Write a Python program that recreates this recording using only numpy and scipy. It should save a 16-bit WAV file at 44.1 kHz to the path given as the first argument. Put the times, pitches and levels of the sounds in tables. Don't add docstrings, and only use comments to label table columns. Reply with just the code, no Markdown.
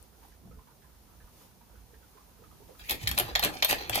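import sys
import numpy as np
from scipy import signal
from scipy.fft import rfft, irfft
from scipy.io import wavfile
from scipy.ndimage import uniform_filter1d, map_coordinates

SR = 44100
rng = np.random.default_rng(int(sys.argv[2]) if len(sys.argv) > 2 else 0)


def generate_wav(sig):
    pcm = np.round(np.clip(np.atleast_2d(sig).T, -1, 1) * 32767).astype(np.int16)
    wavfile.write(sys.argv[1], SR, pcm)


N = 176400
T = np.arange(N) / SR
LN_60_DB = np.log(1000)


def undb(db):
    return 10 ** (np.asarray(db) / 20)


def unit(x):
    return x / np.sqrt(np.mean(x ** 2))


def match_energy(x, energy):
    return x * np.sqrt(energy / np.sum(x ** 2, axis=1, keepdims=True))


def band(x, lo_hz, hi_hz):
    return signal.sosfilt(signal.butter(2, [lo_hz, hi_hz], "bandpass", fs=SR, output="sos"), x)


def swell(peak_s, rise_s, fall_s):
    d = T - peak_s
    return np.where(d < 0, np.exp(-(d / rise_s) ** 2), np.exp(-np.abs(d) / fall_s))


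def drift(per_s):
    hold = int(SR / per_s)
    steps = np.repeat(rng.standard_normal(N // hold + 1), hold)
    return uniform_filter1d(steps, hold)[:N]


def pan(left_minus_right_db):
    return undb(np.array([[.5], [-.5]]) * left_minus_right_db)


def pair(like, count=N):
    a, b = rng.standard_normal((2, count))
    like = np.clip(like, 0, 1)
    return np.array([a, like * a + np.sqrt(1 - like ** 2) * b])


def pair_spectra(like):
    a, b = rfft(rng.standard_normal((2, N)))
    return np.array([a, like * a + np.sqrt(np.clip(1 - like ** 2, 0, 1)) * b])


def ring(x, hz, t60):
    pole = np.exp(2j * np.pi * hz / SR - LN_60_DB / (t60 * SR))
    return signal.lfilter([1], [1, -pole], x).imag


# f/Hz, relative density/dB
HISS_COLOUR = [(120, -27), (200, -3.5), (491, -5), (579, -11.5), (968, -4.5), (1140, -16.5), (1980, -14),
               (6640, -14), (7680, -19.5), (9580, -13.5), (13800, -12.5), (14900, -10), (16000, -50)]
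# f/Hz, left minus right/dB
HISS_PAN = [(60, -3.5), (110, -12), (200, -10.5), (380, -4), (700, 0), (1290, 0), (2380, -1), (4400, -1),
            (8120, -1), (15000, 2)]
# t/s, level/dB (only its departure from the mean counts)
HISS_SWELL = [(0.0, -70), (0.04, -70), (0.12, -73.5), (0.24, -68.5), (0.39, -73.5), (1.31, -71),
              (1.42, -66), (1.53, -72.5), (2.26, -70.5), (2.35, -71.5), (2.75, -68.5)]
HISS_DB, HISS_LOW_CUT_HZ = -61, 180
HISS_LIKENESS, HISS_ALIKE_HZ = 0.067, 452


def hiss():
    hz = np.arange(N // 2 + 1) * SR / N

    def curve(table):
        f, db = np.array(table).T
        return np.interp(np.log(hz + 1), np.log(f + 1), db)

    like = HISS_LIKENESS + (1 - HISS_LIKENESS) / (1 + ((hz + 1) / HISS_ALIKE_HZ) ** 2)
    colour = undb(curve(HISS_COLOUR)) * pan(curve(HISS_PAN)) * (hz + 1 > HISS_LOW_CUT_HZ)
    noise = irfft(pair_spectra(like) * colour, N)
    t, db = np.array(HISS_SWELL).T
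    return undb(HISS_DB + np.interp(T, t, db - db.mean())) * unit(noise)


# t/s, deep level/dB, upper level/dB
RUMBLE = [(0.0, -48, -59), (0.05, -66, -63.5), (0.38, -59, -66), (0.47, -61, -52.5), (0.59, -53, -57.5),
          (0.67, -71, -64), (1.01, -57.5, -64.5), (1.05, -54.5, -63), (1.68, -71, -62.5),
          (1.73, -56, -61.5), (2.17, -64.5, -66), (2.61, -60, -56.5), (2.782, -58.5, -65.5),
          (2.92, -45, -59), (3.01, -57, -52), (3.04, -48, -46), (3.11, -46, -43.5), (3.23, -59, -46.5),
          (3.35, -41.5, -57.5), (3.52, -62, -50), (3.58, -48, -58.5), (3.7, -62, -60), (3.74, -54, -51),
          (3.84, -51.5, -58), (4.0, -50, -49)]


def rumble():
    t, deep_db, upper_db = np.array(RUMBLE).T
    deep = unit(band(band(pair(0.98), 40.5, 107), 33.3, 67.6))
    upper = unit(band(pair(0.45), 50.0, 201.0))
    return pan(-4.5) * (undb(np.interp(T, t, deep_db)) * deep + undb(np.interp(T, t, upper_db)) * upper)


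# t/s, level/dB before panning, f/Hz, fall/s
BUMPS = [(0.454, -45.5, 190, 0.036), (0.511, -44, 56, 0.034), (0.572, -43.5, 54.3, 0.03),
         (1.24, -43.5, 50.3, 0.019), (3.037, -29.5, 102, 0.017), (3.083, -33, 65, 0.014),
         (3.114, -29, 61.6, 0.017), (3.24, -38.5, 109, 0.032), (3.329, -63, 55, 0.064),
         (3.899, -38, 111, .04)]
BUMP_RISE_S = 0.0063


def bumps():
    out = 0
    for s, db, hz, fall_s in BUMPS:
        shape = swell(s + BUMP_RISE_S, BUMP_RISE_S, fall_s)
        out = out + undb(db) * shape * np.sin(2 * np.pi * hz * (T - s))
    return pan(-1.7) * out


BEDDING_PAN_DB = -7.5
RUSTLE_DB, RUSTLE_SWAY_DB, RUSTLE_PER_S = -78.5, 5, 30


def rustle():
    out = 0
    for hz in (443, 636, 808, 1050, 1340):
        sway = undb(RUSTLE_DB + RUSTLE_SWAY_DB * drift(RUSTLE_PER_S))
        out = out + sway * unit(band(pair(0.46), hz / 1.2, hz * 1.205))
    return pan(BEDDING_PAN_DB) * out


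# t/s, relative level/dB, f/Hz
SHUFFLES = [(0.245, -50.5, 816), (0.229, -49.5, 970), (0.434, -57, 345), (0.473, -53.5, 668),
            (0.51, -52, 472), (0.569, -53, 420), (0.588, -53, 1020), (0.671, -50.5, 950),
            (0.798, -59.5, 392), (0.844, -57, 1010), (1.389, -67, 430), (1.415, -63, 487),
            (1.609, -53, 936), (1.728, -53, 482), (1.907, -56, 477), (1.931, -51, 442), (2.152, -52, 444),
            (2.171, -48.5, 1040), (2.203, -56.5, 1190), (2.395, -52, 450), (2.419, -49, 458),
            (2.513, -59, 790), (2.6, -48, 427), (2.685, -42.5, 503), (2.705, -48, 396), (2.624, -57, 945),
            (0.3182, -58, 1760), (0.511, -53.5, 1280), (0.8196, -56, 1680), (1.2022, -55, 1670),
            (1.2725, -55.5, 1200), (1.4094, -62, 1250), (1.7554, -57, 1410), (1.94, -54, 1720),
            (2.028, -55.5, 1440), (2.437, -50, 1270), (2.5122, -53.5, 1245), (2.7496, -56, 1284)]
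SHUFFLE_RISE_S, SHUFFLE_FALL_S, SHUFFLE_DB = 0.0033, 0.021, -8
SHUFFLE_PARTS = ((0.065, 0), (1, -7))


def shuffles():
    out = 0
    for s, db, hz in SHUFFLES:
        shape = swell(s + SHUFFLE_RISE_S, SHUFFLE_RISE_S, SHUFFLE_FALL_S)
        for spread, part_db in SHUFFLE_PARTS:
            puff = shape * band(pair(0.53), hz / (1 + spread), hz * (1 + spread))
            out = out + undb(db + SHUFFLE_DB + part_db) * match_energy(puff, np.sum(shape ** 2))
    return pan(BEDDING_PAN_DB) * out


# t/s, level/dB before panning, f/Hz, left minus right/dB
PIPS = [(0.0273, -45, 9960, 16), (0.2848, -52, 11500, 7)]
PIP_FALL_S = .0012


def pips():
    out = 0
    for s, db, hz, pan_db in PIPS:
        decay = (T > s) * np.exp(-np.abs(T - s) / PIP_FALL_S)
        out = out + pan(pan_db) * undb(db) * decay * np.sin(2 * np.pi * hz * (T - s))
    return out


ROOM_T60_S, ROOM_DB, ROOM_DULL_HZ = 0.19, -7.5, 7850


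def room(x):
    t = T[:SR // 2]
    tail = rng.standard_normal((2, len(t))) * np.exp(-LN_60_DB * t / ROOM_T60_S)
    tail = signal.lfilter(*signal.butter(1, ROOM_DULL_HZ, fs=SR), tail)
    tail = tail / np.sqrt(np.sum(tail ** 2) / 2)
    return undb(ROOM_DB) * signal.fftconvolve(x, tail, axes=1)[:, :N]


# peak t/s, rise/s, fall/s, relative level/dB,
# low knock against that level/dB, treble tick against that level/dB
SCRAPES = [(2.8, 0.012, 0.031, -49, -48, -12), (2.848, 0.011, 0.087, -49, -41, -12),
           (2.908, 0.019, 0.02, -32, -6, -9.5), (3.017, 0.019, 0.1, -45.5, -8.5, -10),
           (3.149, 0.016, 0.012, -52, -8, -5), (3.183, 0.011, 0.016, -28.5, 0.5, -13),
           (3.282, 0.059, 0.068, -44.5, 2.5, -17), (3.438, 0.012, 0.022, -27.5, -3.5, -9),
           (3.499, 0.0097, 0.022, -56.5, 11.5, -33), (3.544, 0.014, 0.048, -42.5, 0, -16),
           (3.699, 0.012, 0.024, -26, -6.5, -8), (3.792, 0.012, 0.069, -40.5, 0.5, -18.5),
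           (3.953, 0.022, 0.035, -31.5, -6, -13.5)]
SLIPS_PER_S, SLIP_SCATTER_DB = 2500, 4
SLIP_GAPS_DB, SLIP_GAPS_PER_S = 3.5, 180
COLOUR_DRIFT_DB, COLOUR_DRIFT_PER_S = 2.5, 60
SCRAPE_COLOUR_DB, SCRAPE_DETUNE, SCRAPE_DAMP = 2, .03, .3
SCRAPE_LEAD, SCRAPE_SPAN = 4096, 16384


def scrapes(modes, column, like, late_s):
    out = np.zeros((2, N + SCRAPE_SPAN))
    size_db = SLIP_SCATTER_DB * rng.standard_normal(N) + SLIP_GAPS_DB * drift(SLIP_GAPS_PER_S)
    slips = (rng.random(N) < SLIPS_PER_S / SR) * undb(size_db)
    grains = unit(slips * pair(like))
    sways = [undb(COLOUR_DRIFT_DB * drift(COLOUR_DRIFT_PER_S)) for _ in modes]
    for row in SCRAPES:
        peak_s, rise_s, fall_s, db = row[:4]
        part_db = row[3 + column] if column else 0
        push = undb(db + part_db) * swell(peak_s + late_s, rise_s, fall_s)
        at = int(peak_s * SR) - SCRAPE_LEAD
        span = slice(at, at + SCRAPE_SPAN)
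        force = match_energy((push * grains)[:, span], np.sum(push ** 2))
        end = at + force.shape[1]
        chance = rng.standard_normal((len(modes), 3))
        for (hz, mode_db, t60), sway, (colour, detune, sign) in zip(modes, sways, chance):
            damped_t60 = t60 * SCRAPE_DAMP
            even = np.sqrt(4 * LN_60_DB / (damped_t60 * SR))
            size = np.sign(sign) * undb(mode_db + SCRAPE_COLOUR_DB * colour) * even
            out[:, at:end] += size * ring(force * sway[span], hz * (1 + SCRAPE_DETUNE * detune), damped_t60)
    return out[:, :N]


# f/Hz, relative level/dB, free t60/s (SCRAPE_DAMP shortens it)
CAGE = [(232, -14, 0.047), (316, -3.5, 0.11), (377, -1.5, 0.12), (472, 0.5, 0.11), (590, -7, 0.013)]
CAGE_DB, CAGE_LATE_S, CAGE_PAN_DB = -10.5, 0.024, 1


def cage():
    return undb(CAGE_DB) * pan(CAGE_PAN_DB) * scrapes(CAGE, column=1, like=1.0, late_s=CAGE_LATE_S)


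# t/s, relative level/dB,
# low knock against that level/dB, treble tick against that level/dB
CLICKS = [(2.8954, -24.5, -27, 1.5), (2.9085, -24, -37, 2.5), (2.9144, -34, 3, 9),
          (3.0727, -14.5, -23, -27), (3.077, -31.5, -13, 9.5), (3.09, -36.5, -4, 12.5),
          (3.1138, -24.5, -11.5, 1.5), (3.1785, -18.5, -29, -4), (3.1865, -29, 5, 15.5),
          (3.1979, -19.5, -5, 3), (3.2085, -36.5, 9, 0), (3.3523, -14.5, -11, -25),
          (3.357, -13, -10.5, -12.5), (3.361, -35, -9, 5), (3.3942, -21, -4, -1), (3.4376, -20, -23, 1),
          (3.4424, -27, -20, 1), (3.4479, -20.5, -2.5, 3), (3.624, -14, -25, -30),
          (3.6255, -14.5, -10, -17), (3.6287, -19, -7.5, -6), (3.6464, -15.5, -8.5, 3.5),
          (3.7087, -21.5, -8, 2), (3.7113, -18, -7.5, -13), (3.7275, -23.5, 6, -14), (3.7732, -50, 7, -20),
          (3.896, -23.5, -2, 1), (3.9468, -26, -26, 1), (3.9558, -21.5, -6, 3.5), (3.9773, -26.5, 6, -3)]
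HIT_SCATTER_DB, DETUNE, CLICK_LOW_HZ = 3.5, .02, 523
RING_DAMP, CRACK_DAMP, CRACK_DB = .33, .12, -3
CONTACT_S, CHATTER_TAIL_S, CHATTER_TAIL_DB, CHATTER_SCATTER_DB = 0.00038, 0.005, -11.5, 3.5


def clicks(modes, column, like):
    out = np.zeros((2, N))
    t = T[:4096]
    hz, db, t60 = np.array(modes).T[:, :, None]
    energy = np.sum(undb(db) ** 2 * t60) * SR / (4 * LN_60_DB)
    decay = np.exp(-LN_60_DB * t / (t60 * RING_DAMP))
    decay = decay + undb(CRACK_DB) * np.exp(-LN_60_DB * t / (t60 * CRACK_DAMP))
    contact = np.exp(-t / CONTACT_S) + undb(CHATTER_TAIL_DB) * np.exp(-t / CHATTER_TAIL_S)
    for row in CLICKS:
        detune, shared, left, right, sign = rng.standard_normal((5, len(modes), 1))
        rings = np.sign(sign) * np.sin(2 * np.pi * hz * (1 + DETUNE * detune) * t) * decay
        sides = []
        for own in (left, right):
            scatter_db = HIT_SCATTER_DB * (like * shared + (1 - like) * own)
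            sides.append(np.sum(undb(db + scatter_db) * rings, axis=0))
        roughness = undb(CHATTER_SCATTER_DB * rng.standard_normal(len(t)))
        chatter = pair(like, count=len(t)) * roughness * contact
        blow = signal.fftconvolve(np.array(sides), chatter, axes=1)[:, :len(t)]
        blow = match_energy(blow, energy)
        part_db = row[1 + column] if column else 0
        at = int(row[0] * SR)
        out[:, at:at + len(t)] += undb(row[1] + part_db) * blow[:, :min(len(t), N - at)]
    return signal.sosfilt(signal.butter(3, CLICK_LOW_HZ, "highpass", fs=SR, output="sos"), out)


def strike(modes, column, like):
    return clicks(modes, column, like) + scrapes(modes, column, like, late_s=0)


# f/Hz, relative level/dB, free t60/s (clicks and scrapes shorten it)
KNOCK = [(680, -20, 0.076), (740, -3.5, 0.071), (815, -1.5, 0.033), (874, -2.5, 0.017), (1140, -2.5, 0.008)]
TUBE = [(1350, -22, 0.013), (1790, -1.5, 0.039), (2070, -9, 0.015), (2463, 2, 0.02), (2940, -16, 0.009),
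        (3195, -3.5, 0.063), (3520, -6, 0.063), (3824, -7, 0.033), (4194, -4, 0.049), (4484, -4, 0.044),
        (5000, -6, 0.022), (5750, -10, 0.031), (6360, -14, 0.041), (7070, -13.5, 0.029)]
TICK = [(8000, -12, 0.0051), (9400, -20, 0.0027), (10150, -6.5, 0.003), (11750, -8.5, 0.039),
        (12400, -7, 0.0023), (13070, -5.5, 0.0074), (13400, -10.5, 0.01), (14200, -8, 0.0046),
        (15000, -12, 0.0018)]
KNOCK_DB, KNOCK_PAN_DB, KNOCK_LIKE = -2, 0, 0.78
TUBE_DB, TUBE_PAN_DB, TUBE_LIKE = -7, -0.5, 0.55
TICK_DB, TICK_PAN_DB, TICK_LIKE = 4, 6.5, 0.32
PORT_LAG_S = 0.000295


def spout():
    knock = undb(KNOCK_DB) * pan(KNOCK_PAN_DB) * strike(KNOCK, column=1, like=KNOCK_LIKE)
    tube = undb(TUBE_DB) * pan(TUBE_PAN_DB) * strike(TUBE, column=0, like=TUBE_LIKE)
    tick = undb(TICK_DB) * pan(TICK_PAN_DB) * strike(TICK, column=2, like=TICK_LIKE)
    left, right = knock + tube + tick
    return np.array([left, map_coordinates(right, [(T - PORT_LAG_S) * SR], order=3)])


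def scene():
    near = spout() + cage()
    bedding = shuffles() + rustle()
    handling = rumble() + bumps()
    return near + room(near) + bedding + pips() + handling + hiss()


TOP_HZ = 15900


def record(dry):
    return signal.sosfilt(signal.ellip(8, .5, 70, TOP_HZ, fs=SR, output="sos"), dry)


dry = scene()
out = record(dry)
generate_wav(out)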